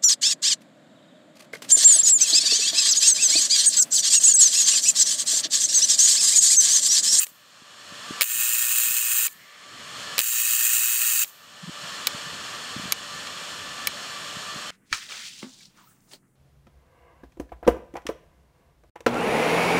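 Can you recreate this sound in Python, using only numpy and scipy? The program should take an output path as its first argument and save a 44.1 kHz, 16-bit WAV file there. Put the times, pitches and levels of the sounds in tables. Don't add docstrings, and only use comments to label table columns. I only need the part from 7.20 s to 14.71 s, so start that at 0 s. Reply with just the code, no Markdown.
import sys
import numpy as np
from scipy import signal
from scipy.fft import rfft, irfft, next_fast_len
from scipy.io import wavfile
from scipy.ndimage import uniform_filter1d

SR = 44100
rng = np.random.default_rng(int(sys.argv[2]) if len(sys.argv) > 2 else 0)


def digitize_waveform(pressure):
    field = np.atleast_2d(pressure).T
    bounded = np.clip(field, -1, 1)
    quanta = np.round(bounded * 32767).astype(np.int16)
    wavfile.write(sys.argv[1], SR, quanta)


def attenuation_scalar(level_db):
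    decades = np.asarray(level_db, float) / 20
    return 10 ** decades


N = 331014
T = np.arange(N) / SR

# on [t/s], off [t/s], arc path [0 or 1]
COIL_RUNS = [
    (-.2, .046, 1),
    (1.038, 2.071, 0),
    (3.013, 4.038, 1),
]
# time [t/s], strength [level/dB]
ARC_STRENGTH = [
    [(0, -6.5), (.034, -2.5), (.047, -8)],
    [(1.04, -2), (1.07, -3.5), (1.2, -4.5), (1.4, -5), (1.6, -4), (1.8, -6), (2.07, -4.5)],
    [(3.015, -2), (3.04, -2.5), (3.2, -6.5), (3.4, -5), (3.55, -4), (3.7, -6), (3.9, -5), (4.05, -5.5)],
]
# time [t/s], peak as heard [level/dB]
FIRST_SPARKS = [
    (1.0186, 0),
    (1.0252, -5),
    (1.0312, -6),
    (2.9910, 2),
    (3.0003, -4),
    (3.0061, -8),
]
# pitch [f/Hz], width [f/Hz], on arc path 0 [level/dB], on arc path 1 [level/dB]
HOUSING_RINGS = [(1510, 500, -19.5, -18), (1822, 72, -10.5, -8), (2030, 140, -27, -19),
                 (2553, 96, -6.5, -5.5), (2760, 480, -11, -9), (3283, 81, -12, -11.5),
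                 (3830, 164, -13.5, -11), (4260, 150, -14.5, -12.5), (4690, 350, -20, -14),
                 (5090, 67, -14, -15), (5650, 130, -17.5, -11.5), (6526, 600, -10, -7),
                 (7096, 128, -2.5, 0), (7407, 166, -3, -0.5), (7840, 95, -5.5, -3), (8320, 260, -4, -2.5),
                 (8830, 420, -7, -6), (9390, 180, -9, -9), (13695, 90, 1, -12), (10180, 260, -12.5, -10),
                 (10810, 160, -10, -7), (11200, 250, -12.5, -12.5), (12070, 260, -20, -9),
                 (12400, 200, -15, -9), (12170, 510, -14, -13), (13460, 430, -8, -7), (14100, 160, -4, 1.5),
                 (15200, 260, -7, -4), (15200, 250, -7.5, -4), (15440, 640, -7.5, -6.5)]
# pitch [f/Hz], gain [level/dB]
TREE_COLOUR = [(3000, -28), (6000, -12), (8000, -7), (9500, -10), (11500, -13), (12800, -6), (13700, 0),
               (14600, -5), (16000, -9)]
# time [t/s], peak [level/dB], treble [level/dB], treble top [f/Hz], case ring [level/dB]
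SWITCH_SNAPS = [
    (0.0674, -30, 1, 12000, -7),
    (1.0095, -7.5, 0, 16000, 4),
    (2.079, -27, -8, 12000, 2),
    (2.9806, -8, -2, 16400, -5),
    (4.0439, -24.5, -4, 12000, -5),
    (4.8703, -6.5, -1, 18000, -1.5),
    (5.722, -7, -0.5, 12500, -6),
    (6.0697, -29.5, -24, 12000, 11.5),
    (6.6714, -9, -0.5, 17000, 1.5),
]
# pitch [f/Hz], strength [level/dB], time to fall 60 dB [t/s]
CASE_RINGS = [(520, -18, .03), (1180, -7, .025), (1600, -10, .025), (2000, -8, .02), (2290, 0, .03),
              (2650, -7, .02), (3120, -4, .018), (4060, 0, .022), (5270, -7, .018), (6020, -10, .015),
              (6450, -10, .018)]
# time [t/s], peak [level/dB], pitch [f/Hz]
AIR_KNOCKS = [(.118, -50, 220), (.4224, -43, 226), (0.7239, -36.5, 223.9), (.9095, -23, 266),
              (1.1574, -48, 218), (1.1755, -45, 260), (1.1994, -46, 204), (1.2127, -48, 247),
              (1.31, -50, 238), (1.676, -46, 231), (1.7105, -42, 237), (1.7427, -49, 219),
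              (4.495, -27.5, 222), (4.949, -30, 175), (5.121, -37, 170), (5.133, -37, 170),
              (5.5658, -24.5, 206), (5.5983, -28, 222), (5.6573, -29, 190), (5.6803, -37, 150),
              (6.633, -42, 206), (7.1705, -30, 170), (7.3622, -32, 179)]
# time [t/s], peak [level/dB], pitch [f/Hz]
AIR_FLUTTERS = [
    (4.4396, -33.5, 175),
    (4.483, -30.5, 180),
    (4.64, -41, 163),
    (5.07, -39, 160),
    (5.581, -38, 159),
    (5.641, -35, 190),
    (6.76, -45, 189),
]
# pitch [f/Hz], strength per Hz [level/dB]
FAN_AIR = [(40, -66), (100, -15.5), (160, -7), (300, -10), (500, -58), (9500, -25), (12000, -24.5),
           (13000, -29.5), (16000, -35)]
# pitch [f/Hz], width [f/Hz], strength [level/dB]
COWL_RINGS = [(609, 395, -7), (1223, 400, -1.5), (1733, 430, -3), (2790, 1060, -6.5), (3243, 760, -3.5),
              (4283, 510, -3.5), (4820, 300, -12), (5380, 650, -8), (6880, 1450, -9.5), (8260, 1340, -15)]
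# multiple of the blade rate, strength [level/dB]
BLADE_TONES = [(1, -60), (2, -51), (3, -52), (4, -62), (5, -58), (7, -68)]
# first spark [t/s], let-go [t/s], settled depth [level/dB], creep back [t/s]
BURST_DUCKS = [
    (-.3, 0.135, -20, .8),
    (1.024, 2.142, -18, .67),
    (2.999, 4.069, -17, .6),
]
# time [t/s], change [level/dB]
SNAP_DIPS = [
    (4.87, 0.5),
    (5.722, -4),
    (6.671, -1.5),
]


def coil(wall_db=-26, wall_cut_hz=4000, wall_delay_s=.061, far_db=-23.5, far_t60=.55):
    swarm, out = sparks(), 0
    hz = np.fft.rfftfreq(8192, 1 / SR)
    small = 1 / np.sqrt(1 + (1010 / (hz + 1)) ** 16) + attenuation_scalar(-50)
    frame = resonances([(668, 30, -31)], 8192)
    for on, off, path in COIL_RUNS:
        rings = resonances([(f, width, dbs[path]) for f, width, *dbs in HOUSING_RINGS], 8192)
        housing = small * np.hypot(rings, attenuation_scalar(-23)) + frame
        run = swarm * (T > on - .05) * (T < off)
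        out = out + through(run, unit(irfft(causal(housing))))
    before = slice(int(3.5 * SR), int(4.0004 * SR))
    wall = np.r_[out[before], out][-N - int(wall_delay_s * SR):][:N]
    wall = signal.sosfilt(signal.butter(2, wall_cut_hz, "highpass", fs=SR, output="sos"), wall)
    trees = irfft(rfft(rng.standard_normal(SR)) * colour(TREE_COLOUR, SR))
    trees = trees * fade(np.arange(SR) / SR, far_t60)
    far = signal.fftconvolve(np.r_[swarm[before], swarm], unit(trees))
    far = far[len(swarm[before]):][:N]
    return out + attenuation_scalar(wall_db) * wall + attenuation_scalar(far_db) * far


def sparks(per_s=30000, half_db=.8, flicker_db=.8, weak_half_db=0.4, strike_db=7):
    mains_hz, mains_turn = 59.994, .345
    turns = 2 * (T * mains_hz - mains_turn) + 40
    phase, half = turns % 1, turns.astype(int)
    swell_db = np.interp(phase, [0, .08, .3, .55, .8, 1], [-14, -1.5, 0, -1, -4.5, -14])
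    swell_db += half_db * rng.standard_normal(half[-1] + 1)[half]
    swell_db += (half % 2 - .5) * np.where(T < COIL_RUNS[0][1], 4, weak_half_db)
    swell_db += flicker_db * walk(600)
    swarm = (rng.random(N) < per_s / SR) * rng.standard_normal(N) * attenuation_scalar(swell_db)
    warm_s, cold_db = .03, -4
    burning = sum(((T > on) & (T < off)) * attenuation_scalar(cold_db * (1 - ramp(on, warm_s))) for on, off, _ in COIL_RUNS)
    swarm = set_rms(swarm, 0) * burning * attenuation_scalar(curve(np.vstack(ARC_STRENGTH)))
    duck_db = gain_db()
    for s, db in FIRST_SPARKS:
        after = rng.standard_normal(512) * fade(np.arange(512) / SR, .013) * .1
        now = slice(int(s * SR), int(s * SR) + 512)
        swarm[now] += attenuation_scalar(db + strike_db - duck_db[now]) * (after - (np.arange(512) == 0))
    return swarm


def thuds(thud_db=-2, low_hz=300, high_hz=9000, span_s=.00016):
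    push, shock = np.zeros(N), np.linspace(-1, 1, int(span_s * SR))
    for s, db in FIRST_SPARKS:
        push[int(s * SR):int(s * SR) + len(shock)] = attenuation_scalar(db + thud_db) * shock
    return bandpass(push, low_hz, high_hz)


def switch(crack_t60=0.018, treble_t60=0.012, echo_db=-16, thump_db=-17, thump_hz=450, thump_t60=0.023):
    out, t = np.zeros(N + 4096), np.arange(4096) / SR
    for s, db, treble_db, top_hz, ring_db in SWITCH_SNAPS:
        noise = rng.standard_normal((2, 4096)) * np.minimum(t / 0.00021, 1)
        ring = 0
        for hz, strength_db, t60 in CASE_RINGS:
            ring = ring + attenuation_scalar(strength_db) * fade(t, t60) * np.sin(2 * np.pi * (hz * t + rng.random()))
        body = peak_one(bandpass(noise[0] * fade(t, crack_t60), 1700, 5600))
        body += attenuation_scalar(ring_db) * np.minimum(t / 0.0023, 1) * peak_one(ring)
        knock = peak_one(bandpass(noise[0] * fade(t, thump_t60), thump_hz, 1900))
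        body += attenuation_scalar(thump_db - ring_db) * knock
        crack = peak_one(bandpass(noise[1] * fade(t, treble_t60), 8800, top_hz))
        snap = body + attenuation_scalar(treble_db) * crack
        snap += attenuation_scalar(echo_db) * np.roll(crack, int(.007 * SR))
        out[int(s * SR):int(s * SR) + 4096] += attenuation_scalar(db) * snap
    return out[:N]


def bumps(knock_swings=1.03, flutter_swings=2.86):
    out = np.zeros(N)
    for table, swings in [(AIR_KNOCKS, knock_swings), (AIR_FLUTTERS, flutter_swings)]:
        for s, db, hz in table:
            now = slice(int(s * SR) - 2048, int(s * SR) + 2048)
            t = T[now] - s
            out[now] -= attenuation_scalar(db) * np.cos(2 * np.pi * hz * t) * np.exp(-(2 * hz * t / swings) ** 2)
    return out


def rustle(start_s=2.09, rise_s=0.14, hold_s=.6, fall_s=.1, rustle_db=-55):
    shape = ramp(start_s, rise_s) * (1 - ramp(start_s + rise_s + hold_s, fall_s))
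    hiss = bandpass(rng.standard_normal(N), 1700, 2400) * attenuation_scalar(2 * walk(39.7))
    return set_rms(hiss, rustle_db) * shape


def fan(air_db=-37, flicker_db=0.5, flutter_db=4.0, blade_hz=586.0):
    size = next_fast_len(N)
    cowl = resonances(COWL_RINGS, size) * np.minimum(np.fft.rfftfreq(size, 1 / SR) / 300, 1) ** 4
    spectrum = rfft(rng.standard_normal(size)) * np.hypot(colour(FAN_AIR, size), cowl)
    air = irfft(spectrum, size)[:N] * attenuation_scalar(flicker_db * walk(9.9))
    turn = 2 * np.pi * np.cumsum(blade_hz * (1 + .004 * walk(15))) / SR
    blade = sum(attenuation_scalar(db + flutter_db * walk(30)) * np.sin(k * turn) for k, db in BLADE_TONES)
    return set_rms(air, air_db) + np.sqrt(2) * blade


def breeze(rumble_db=-56, low_hz=70):
    return set_rms(bandpass(rng.standard_normal(N), low_hz, 260) * attenuation_scalar(4 * walk(12)), rumble_db)


def gain_db(rest_db=0.91, grab_s=.026, overshoot_db=-8, settle_s=0.17, creep_bend=1.21, dip_s=0.2):
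    out = rest_db
    for on, off, depth_db, creep_s in BURST_DUCKS:
        held_db = depth_db * (1 - ramp(off, creep_s) ** creep_bend)
        extra_db = overshoot_db * (1 - ramp(on + grab_s, settle_s))
        out = out + ramp(on, grab_s) * (held_db + extra_db)
    return out + sum(db * ramp(s, 0.029) * (1 - ramp(s, dip_s)) for s, db in SNAP_DIPS)


def curve(table):
    return np.interp(T, *np.transpose(table))


def ramp(start, length):
    return np.clip((T - start) / length, 0, 1)


def fade(t, t60):
    return (t >= 0) * attenuation_scalar(-60 * np.maximum(t, 0) / t60)


def walk(rate):
    k = int(SR / rate)
    steps = np.repeat(rng.standard_normal(N // k + 1), k)
    return 1.207 * uniform_filter1d(uniform_filter1d(steps, k), k)[:N]


def set_rms(x, db):
    return x * attenuation_scalar(db) / np.sqrt(np.mean(x ** 2))


def peak_one(x):
    return x / np.abs(x).max()


def unit(response):
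    return response / np.sqrt(np.sum(response ** 2))


def bandpass(x, low_hz, high_hz):
    return signal.sosfilt(signal.butter(2, [low_hz, high_hz], "bandpass", fs=SR, output="sos"), x)


def colour(spectrum, size):
    hz, db = np.transpose(spectrum)
    return attenuation_scalar(np.interp(np.log(np.fft.rfftfreq(size, 1 / SR) + 1), np.log(hz), db))


def resonances(peaks, size):
    f = np.fft.rfftfreq(size, 1 / SR)
    return np.sqrt(sum(attenuation_scalar(2 * db) / (1 + (2 * (f - hz) / w) ** 4) for hz, w, db in peaks))


def causal(gain):
    cep = irfft(np.log(gain))
    half = len(cep) // 2
    cep[1:half] *= 2
    cep[half + 1:] = 0
    return np.exp(rfft(cep))


def through(x, response):
    return signal.fftconvolve(x, response)[:N]


def scene():
    as_heard = switch() + bumps() + thuds() + rustle()
    return (coil() + fan() + breeze() + as_heard / attenuation_scalar(gain_db()))[None]


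def band_limit(x):
    return signal.sosfilt(signal.butter(12, 16650, fs=SR, output="sos"), x)


def record(dry):
    bass_cut = signal.butter(2, 70, "highpass", fs=SR, output="sos")
    heard = signal.sosfilt(bass_cut, dry * attenuation_scalar(gain_db()))
    top_cut = causal(colour([(15700, 0), (15830, -42), (16600, -45)], N + 2048))
    heard = irfft(rfft(heard, N + 2048) * top_cut)[:, :N]
    return band_limit(np.clip(heard, -1, 1))


dry = scene()
out = record(dry)
digitize_waveform(out)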